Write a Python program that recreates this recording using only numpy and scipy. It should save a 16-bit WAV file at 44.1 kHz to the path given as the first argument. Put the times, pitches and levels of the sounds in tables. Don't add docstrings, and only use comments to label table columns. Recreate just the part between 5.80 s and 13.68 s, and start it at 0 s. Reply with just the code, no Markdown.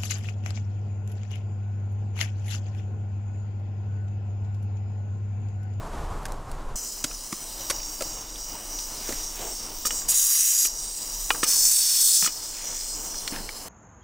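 import sys
import numpy as np
from scipy import signal
from scipy.fft import rfft, irfft, next_fast_len
from scipy.io import wavfile
from scipy.ndimage import map_coordinates

SR = 44100
rng = np.random.default_rng(int(sys.argv[2]) if len(sys.argv) > 2 else 0)


def nominal_scale(level):
    x = np.asarray(level, float) / 20
    return 10 ** x


def log_audio(samples):
    frames = np.atleast_2d(samples).T
    limited = np.clip(frames, -1, 1)
    pcm = np.round(limited * 32767).astype(np.int16)
    wavfile.write(sys.argv[1], SR, pcm)


N = 347688
GRILL_S, FAR_S = 0.957, 7.51

# start_s, level_db
LEAK = [(0.96, -35), (1.1, -37.5), (1.48, -39.5), (1.65, -38), (2.2, -36), (2.48, -42.5), (2.63, -39),
        (2.76, -41), (3.0, -35.5), (3.27, -34.5), (3.7, -37), (3.9, -39.5), (4.9, -34.5), (5.35, -33.5),
        (5.6, -29.5), (6.5, -35), (7.45, -35), (7.6, -41)]
# start_s, held_s, level_db, release_s, yard_sinks_db
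LIFTS = [
    (4.05, 0.022, -25.5, 0.026, -1),
    (4.104, 0.1, -33.5, 0.06, 0),
    (4.281, 0.585, -21.5, 0.03, 11.5),
    (5.631, 0.835, -20.5, 0.04, 4.5),
]
# middle_s, half_width_s, loss_db
CHOKES = [(4.26, 0.025, 2), (4.3, 0.025, -3), (4.333, 0.01, 6), (4.36, 0.04, -1.5), (5.636, 0.006, -3),
          (5.659, 0.011, 11), (5.69, 0.09, 3.5), (6.14, 0.08, 2), (6.44, 0.03, 2), (7.11, 0.06, -2.5)]
# pitch_hz, level_db (per Hz)
LEAK_COLOUR = [(710, -37), (1200, -12), (1460, -15.5), (2590, -17.5), (2890, -12), (3590, -11), (4500, -13),
               (4960, -7), (5710, -1.5), (6370, -5.5), (8630, -8), (10300, -21.5), (12700, -17.5),
               (14700, -11), (16000, -7)]
# pitch_hz, level_db (per Hz)
FAR_COLOUR = [(710, -40), (1200, -12), (3470, -11), (5300, 0), (7020, -3), (10500, -10), (13500, -13.5),
              (16000, -8)]
# pitch_hz, level_db (per Hz)
ROAR_COLOURS = [
    [(530, -70), (900, -39), (1280, -25), (2140, -25), (3960, -17.5), (4310, -17), (4740, -12), (5220, -8.5), (6640, 0), (11400, -5.5), (15100, 1.5), (16000, -12)],
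    [(530, -59), (900, -32), (1120, -24.5), (3110, -16.5), (3550, -9.5), (3960, -10), (4410, -8.5), (6110, -0.5), (8050, 3), (11300, -11.5), (15100, -1), (16000, -13)],
]
# start_s, lag_ms, strength (0-1)
RIM_ECHO = [(0.94, 1.004, 0.4), (1.29, 1.004, 0.45), (1.55, 0.98, 0.5), (1.99, 1.056, 0.5),
            (2.42, 1.072, 0.38), (2.7, 1.022, 0.35), (3.15, 1.014, 0.28), (3.55, 1.092, 0.3),
            (3.95, 1.078, 0.15), (4.25, 1.036, 0.46), (5.0, 1.046, 0.48), (5.62, 1.012, 0.44),
            (5.66, 1.158, 0.4), (5.99, 1.104, 0.5), (6.4, 1.156, 0.22), (7.46, 1.192, 0.38),
            (7.5, 0.956, 0.2), (7.73, 0.964, 0.3)]
# extra_lag_ms, share (of its strength)
SIDE_ECHOES = [(0.179, 0.48), (-0.19, 0.25), (-0.276, 0.25), (0.882, 0.3)]
CRUNCH = {3.5: [(1.8989, -9.5, 660, -27.5, 1090), (1.9081, -10, 580, -24.5, 2200),
          (3.3237, -19.5, 267, -32, 2150), (1.2405, -9, 600, -27.5, 1640), (1.5235, -30, 202, -32, 2200),
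          (1.5262, -16, 333, -27.5, 1140)], -6.5: [(1.9036, -13, 556, -27, 1500),
          (2.207, -18, 590, -24, 1320), (2.2208, -16.5, 560, -22.5, 2100), (3.2898, -22, 359.6, -27, 1230),
          (3.617, -25, 506, -33, 902), (7.522, -27, 280, -26.5, 1910), (1.2431, -9, 283, -25, 2190)]}
# start_s, grit_db, thud_hz, thud_db, knock_db
TAPS = [(4.0514, -28, 530, -29.5, -25), (4.0678, -30, 471, -33, -27), (4.106, -20, 466, -36, -29),
        (4.218, -44, 363, -52, -39), (4.85, -24, 361, -36, -33), (5.5043, -6.5, 482, -49, -10),
        (5.5466, -41, 474, -30.5, -26), (5.6307, -13, 377, -19, -16), (5.641, -18, 264, -43, -37),
        (6.424, -21.5, 172, -33, -23.5), (6.4445, -25, 248, -45, -32), (6.4607, -25, 180, -41, -25),
        (6.4743, -20.5, 312, -35, -27)]
# pitch_hz, level_db, fade_s (time to fall 60 dB)
LID_NOTES = [(305, -41, 0.78), (474, -21, 0.31), (893, -22.5, 0.14), (1246, -6, 0.084), (1383, -1.5, 0.031),
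             (1585, -5, 0.024), (1810, 3.5, 0.015), (2170, -10, 0.015), (2436, -6.5, 0.057),
             (2950, -7, 0.056), (3360, -8.5, 0.036)]
TICKS = {(11000, 0.008): [(0.4316, -32, 1700, -14), (0.4547, -16.5, 1610, -8.5), (0.4579, -18, 1500, -21),
         (0.463, -25.5, 1500, -12), (0.466, -27.5, 1900, -7), (0.4844, -32, 1860, -14),
         (0.5213, -22, 1560, -23), (0.6964, -40, 1750, -14), (0.7157, -25.5, 1500, -14),
         (0.7204, -30, 1720, -14), (2.0328, -24, 4970, -18), (2.559, -25, 3530, -4),
         (2.9901, -19.5, 4600, -8), (5.724, -14.5, 4460, -11), (7.01, -24, 5130, -1)],
         (4500, 0.011): [(1.3124, -28, 1360, -3.5), (2.0024, -34, 2950, -5), (4.8564, -29, 2910, 6.5),
         (7.3435, -30.5, 1640, 0), (7.562, -20, 1720, -6), (7.5862, -28, 1730, -5), (7.691, -20, 2310, -6)],
         (7900, 0.031): [(7.4775, -10, 4300, -22)]}
# start_s, length_s, level_db, low_hz, top_hz
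SCUFFS = [(3.288, 0.045, -36, 240, 620), (3.581, 0.19, -39, 330, 800), (7.52, 0.11, -40.5, 140, 2400),
          (5.545, 0.031, -40, 550, 1500), (6.425, 0.1, -41, 1300, 3000), (3.2, 0.26, -45, 1400, 4400),
          (3.55, 0.22, -44, 1500, 4900), (6.72, 0.42, -46, 1500, 4700), (2.88, 0.55, -47, 12500, 16000),
          (7.525, 0.2, -44, 130, 420), (1.65, 0.6, -50, 13000, 16000), (2.62, 0.4, -56, 2830, 2990)]
# start_s, rumble_db, hum_db
SPOTS = [
    (0, -30, -42),
    (0.96, -40.5, -48),
    (7.5, -40, -46),
]
# start_s, level_db
TRAFFIC = [(0.96, -1), (1.4, -3.5), (2.5, 0.5), (3.5, 2), (3.9, -2), (4.3, 1), (6.7, -3), (7.5, 1.5),
           (7.88, -2)]
# middle_s, half_width_s, loss_db
LULLS = [(0.03, .05, 4), (0.67, .05, 4.5), (0.9, .06, -4), (1.05, .08, 4), (1.53, .08, 14), (1.83, .04, 6),
         (2.43, .05, 5), (3.2, .05, 6), (3.35, .1, -3), (5.2, .07, 12), (5.45, .12, -4), (5.73, .05, 8),
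         (6.1, .12, 8), (6.6, .15, 9), (6.35, .08, 8), (6.87, .04, 6), (7.29, .04, 9), (7.52, .05, 4)]
# pitch_hz, level_db (per Hz)
TABLE_HUM = [(35, -29), (60, 0), (148, -6), (214, -12), (309, -12), (347, -14), (408, -11), (539, -12),
             (1030, -10), (2010, -27), (2840, -31), (5180, -33.5), (7330, -32), (15000, -47.5)]
# pitch_hz, level_db (per Hz)
GRILL_HUM = [(35, -37), (60, -1), (195, -5), (226, -0.5), (270, -5.5), (303, -1), (340, -3), (823, -3),
             (893, -0.5), (1720, -13.5), (2590, -14.5), (3000, -7.5), (3900, -42), (6600, -120)]
# pitch_hz, level_db
EMBER_TONES = [(306.8, -59.5), (549.1, -80), (2207, -69.5), (2907, -65)]
# pitch_hz, level_db (per Hz)
RUMBLE = [(12, 1), (20, -4), (31, -3.5), (44, -17), (56, -17.5), (75, -31)]


def steam():
    core_db, swing_db = valve()
    white = rng.standard_normal(N)
    puffs_db = drift(220)
    jet = with_echo(white * nominal_scale(puffs_db))
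    opening = np.clip((core_db + 28.5) / 10, 0, 1)
    near = np.arange(N) < FAR_S * SR
    first_lift = np.arange(N) < 5.2 * SR
    low_db = -15 - 0.5 * opening - 0.75 * swing_db
    top_db = -7.5 + 0.5 * opening - 0.3 * swing_db + 1.5 * ~near
    out = 0
    for low_hz, high_hz, db in [(900, 4500, low_db), (4500, 10000, 0), (10000, 17000, top_db)]:
        first, second = [coloured(jet, colour, low_hz, high_hz) for colour in ROAR_COLOURS]
        roar = np.where(first_lift, first, second)
        near_leak = coloured(jet, LEAK_COLOUR, low_hz, high_hz)
        far_leak = coloured(jet, FAR_COLOUR, low_hz, high_hz)
        leak = np.where(near, near_leak, far_leak)
        out = out + nominal_scale(db) * ((1 - opening) * leak + opening * roar)
    out = mottled(out, patchy_db=2.5, rate_hz=3.2)
    flutter_db = 0.6 * drift(17)
    return out * nominal_scale(core_db + flutter_db) * (np.arange(N) >= GRILL_S * SR)


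def valve():
    t = np.arange(N) / SR
    leak_db = in_time(LEAK)[0]
    lifted = 0
    for s, held, db, release, _ in LIFTS:
        times = [-1e-3, 0, 0.005, held, held + release, held + release + 0.01]
        shape_db = np.interp(t - s, times, [-80, -22, 0, 0, -22, -80])
        lifted = lifted + nominal_scale(2 * (db + shape_db))
    power = nominal_scale(2 * leak_db) + lifted
    choke_db = dips(CHOKES)
    swing_db = (leak_db + 37) * (1 - lifted / power) + choke_db
    return 10 * np.log10(power) + choke_db, swing_db


def with_echo(x):
    lag_ms, strength = in_time(RIM_ECHO)
    lag_ms = lag_ms + 0.009 * drift(11)
    dull_hz = 9300
    dull = signal.sosfilt(signal.butter(2, dull_hz, fs=SR, output="sos"), x)
    filter_ms = 215 / dull_hz

    def late(ms):
        return map_coordinates(dull, [np.arange(N) - (ms - filter_ms) * SR / 1000], order=3)

    bounces = late(lag_ms)
    for extra_ms, share in SIDE_ECHOES:
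        bounces = bounces + share * late(lag_ms + extra_ms)
    return x + 1.12 * strength * bounces


def mottled(x, patchy_db, rate_hz):
    size = next_fast_len(N)
    spectrum = rfft(x, size)
    place = np.arange(size // 2 + 1) * SR / size / 1200
    out = np.zeros(N)
    for k in range(15):
        hill = np.clip(1 - np.abs(place - k), 0, 1)
        out += nominal_scale(patchy_db * drift(rate_hz)) * irfft(spectrum * hill, size)[:N]
    return out


def blows(table, grit_hz, grit_s, tail, thud_cycles, knock_cycles):
    t = np.arange(SR // 4) / SR
    out = np.zeros(N + SR)
    for s, grit_db, thud_hz, thud_db, knock_hz, knock_db in table:
        draw = rng.standard_normal((2, len(t)))
        uneven = draw[0] * (0.3 + (np.abs(draw[1]) > 1.9))
        clicks = uneven * (np.exp(-(t / grit_s) ** 2) + tail * np.exp(-t / 0.014))
        grit = band(clicks, 1390, 1.44 * grit_hz) + 0.46 * band(clicks, 0.64 * grit_hz, 1.28 * grit_hz)
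        add(out, s, grit, grit_db)
        thud = ring(clicks, thud_hz, thud_cycles / thud_hz) + 0.3 * band(clicks, 120, 800)
        add(out, s, thud, thud_db)
        knock = band(ring(clicks, knock_hz, knock_cycles / knock_hz), 480, 4400)
        add(out, s, knock + 0.23 * band(clicks, 700, 2500), knock_db)
    return out[:N]


def lid():
    taps = np.array(TAPS)
    at = np.round(taps[:, 0] * SR).astype(int)
    out = np.zeros(N)
    spread_db = 3.1 * rng.standard_normal((len(taps), len(LID_NOTES)))
    for k, (hz, db, fade_s) in enumerate(LID_NOTES):
        tap_db = taps[:, 4] if hz < 2000 else taps[:, 1]
        clicks = np.zeros(N)
        clicks[at] = nominal_scale(tap_db + db - 6.5 + spread_db[:, k])
        out += (-1) ** k * ring(clicks, hz, fade_s)
    return out


def ticks():
    t = np.arange(SR // 10) / SR
    out = np.zeros(N + SR)
    for (top_hz, fade_s), rows in TICKS.items():
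        for s, db, ring_hz, ring_db in rows:
            crack = 0.15 * rng.standard_normal(len(t)) * nominal_scale(-60 * t / fade_s) - (t == 0)
            add(out, s, band(crack, 1450, top_hz), db)
            add(out, s, ring(crack, ring_hz, 1.5 * fade_s), db + ring_db)
    return out[:N]


def scuffs():
    out = np.zeros(N)
    for s, length, db, low_hz, top_hz in SCUFFS:
        swell = np.sin(np.pi * np.clip((np.arange(N) / SR - s) / length, 0, 1) ** 0.5)
        level = nominal_scale(db + 1.1 * drift(120))
        grit = rms_one(band(rng.standard_normal(N), low_hz, top_hz))
        out += level * swell * grit
    return out


def yard():
    rumble_db, hum_db = yard_levels()
    at_grill = np.arange(N) >= GRILL_S * SR
    white = rng.standard_normal((3, N))
    grill_hum = nominal_scale(2.0) * coloured(white[0], GRILL_HUM)
    table_hum = nominal_scale(4.5) * coloured(white[0], TABLE_HUM)
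    hum = np.where(at_grill, grill_hum, table_hum)
    notes = sum(nominal_scale(db + 47.5) * rms_one(ring(white[1], hz, 0.27)) for hz, db in EMBER_TONES)
    hum = (hum + at_grill * notes) * nominal_scale(hum_db + 2.07 * drift(5.3))
    throb_hz = 30.1 + 3.39 * drift(3.41)
    throb = np.sqrt(2) * np.sin(2 * np.pi * np.cumsum(throb_hz) / SR)
    throb = nominal_scale(-4.0 + 1.7 * drift(15)) * throb
    rough = nominal_scale(-6.5) * coloured(white[2], RUMBLE)
    return hum + nominal_scale(rumble_db) * (throb + rough)


def yard_levels():
    t = np.arange(N) / SR
    spots = np.array(SPOTS)
    rumble_db, hum_db = spots[np.searchsorted(spots[:, 0], t, "right") - 1, 1:].T
    sunk_db = 0
    for s, held, _, _, db in LIFTS:
        down = min(0.3, held / 2)
        rise = max(held - 0.05, held / 2 + 1e-3)
        sunk_db = sunk_db + np.interp(t - s, [0, down, rise, held + 0.04], [0, -db, -db, 0])
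    rumble_db = rumble_db + 1.2 * sunk_db + dips(LULLS)
    return rumble_db, hum_db + sunk_db + in_time(TRAFFIC)[0]


def rms_one(x):
    return x / np.sqrt(np.mean(x ** 2) + 1e-20)


def in_time(rows):
    s, *columns = np.transpose(sorted(map(tuple, rows)))
    return [np.interp(np.arange(N) / SR, s, c) for c in columns]


def dips(rows):
    t = np.arange(N) / SR
    return -sum(db * np.exp(-((t - s) / width) ** 2) for s, width, db in rows)


def drift(rate_hz):
    r = np.exp(-2 * np.pi * rate_hz / SR)
    smooth = signal.lfilter([1], [1, -2 * r, r * r], rng.standard_normal(N + SR))
    return rms_one(smooth[SR:])


def coloured(x, spectrum, low_hz=1, high_hz=30000):
    size = next_fast_len(N)
    hz = np.maximum(np.arange(size // 2 + 1) * SR / size, 1)
    point_hz, point_db = np.transpose(spectrum)
    gain = nominal_scale(np.interp(np.log(hz), np.log(point_hz), point_db, left=-90, right=-90))
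    edges = np.sqrt((1 + (low_hz / hz) ** 16) * (1 + (hz / high_hz) ** 16))
    return rms_one(irfft(rfft(x, size) * gain / edges, size)[:N])


def ring(clicks, hz, fade_s):
    r = nominal_scale(-60 / (fade_s * SR))
    w = 2 * np.pi * hz / SR
    return signal.lfilter([0, np.sin(w)], [1, -2 * r * np.cos(w), r * r], clicks + 1e-18)


def band(x, low_hz, high_hz):
    edges = [low_hz, min(high_hz, 16000)]
    return signal.sosfilt(signal.butter(2, edges, "band", fs=SR, output="sos"), x)


def add(out, s, sound, db):
    at = round(s * SR)
    out[at:at + len(sound)] += nominal_scale(db) * sound / np.abs(sound).max()


def scene():
    crunch = [(*row, row[3] + over_db) for over_db, rows in CRUNCH.items() for row in rows]
    coal = ticks()
    coal = coal + blows(crunch, grit_hz=6370, grit_s=0.0057, tail=0.24, thud_cycles=13.0, knock_cycles=22.0)
    taps = [(*row[:4], 1230, row[4]) for row in TAPS]
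    metal = blows(taps, grit_hz=2720, grit_s=0.0046, tail=0.03, thud_cycles=10.6, knock_cycles=15.5)
    metal = metal + band(lid(), 300, 16000)
    return np.tile(steam() + yard() + coal + metal + scuffs(), (2, 1))


def band_limit(x):
    return signal.sosfilt(signal.butter(12, 16950, fs=SR, output="sos"), x)


def record(dry):
    rounded = 0.76 * np.tanh(dry / 0.83)
    top_cut = signal.cheby2(18, 60, 16150, fs=SR, output="sos")
    mix = signal.sosfilt(top_cut, rounded)
    return band_limit(mix)


dry = scene()
out = record(dry)
log_audio(out)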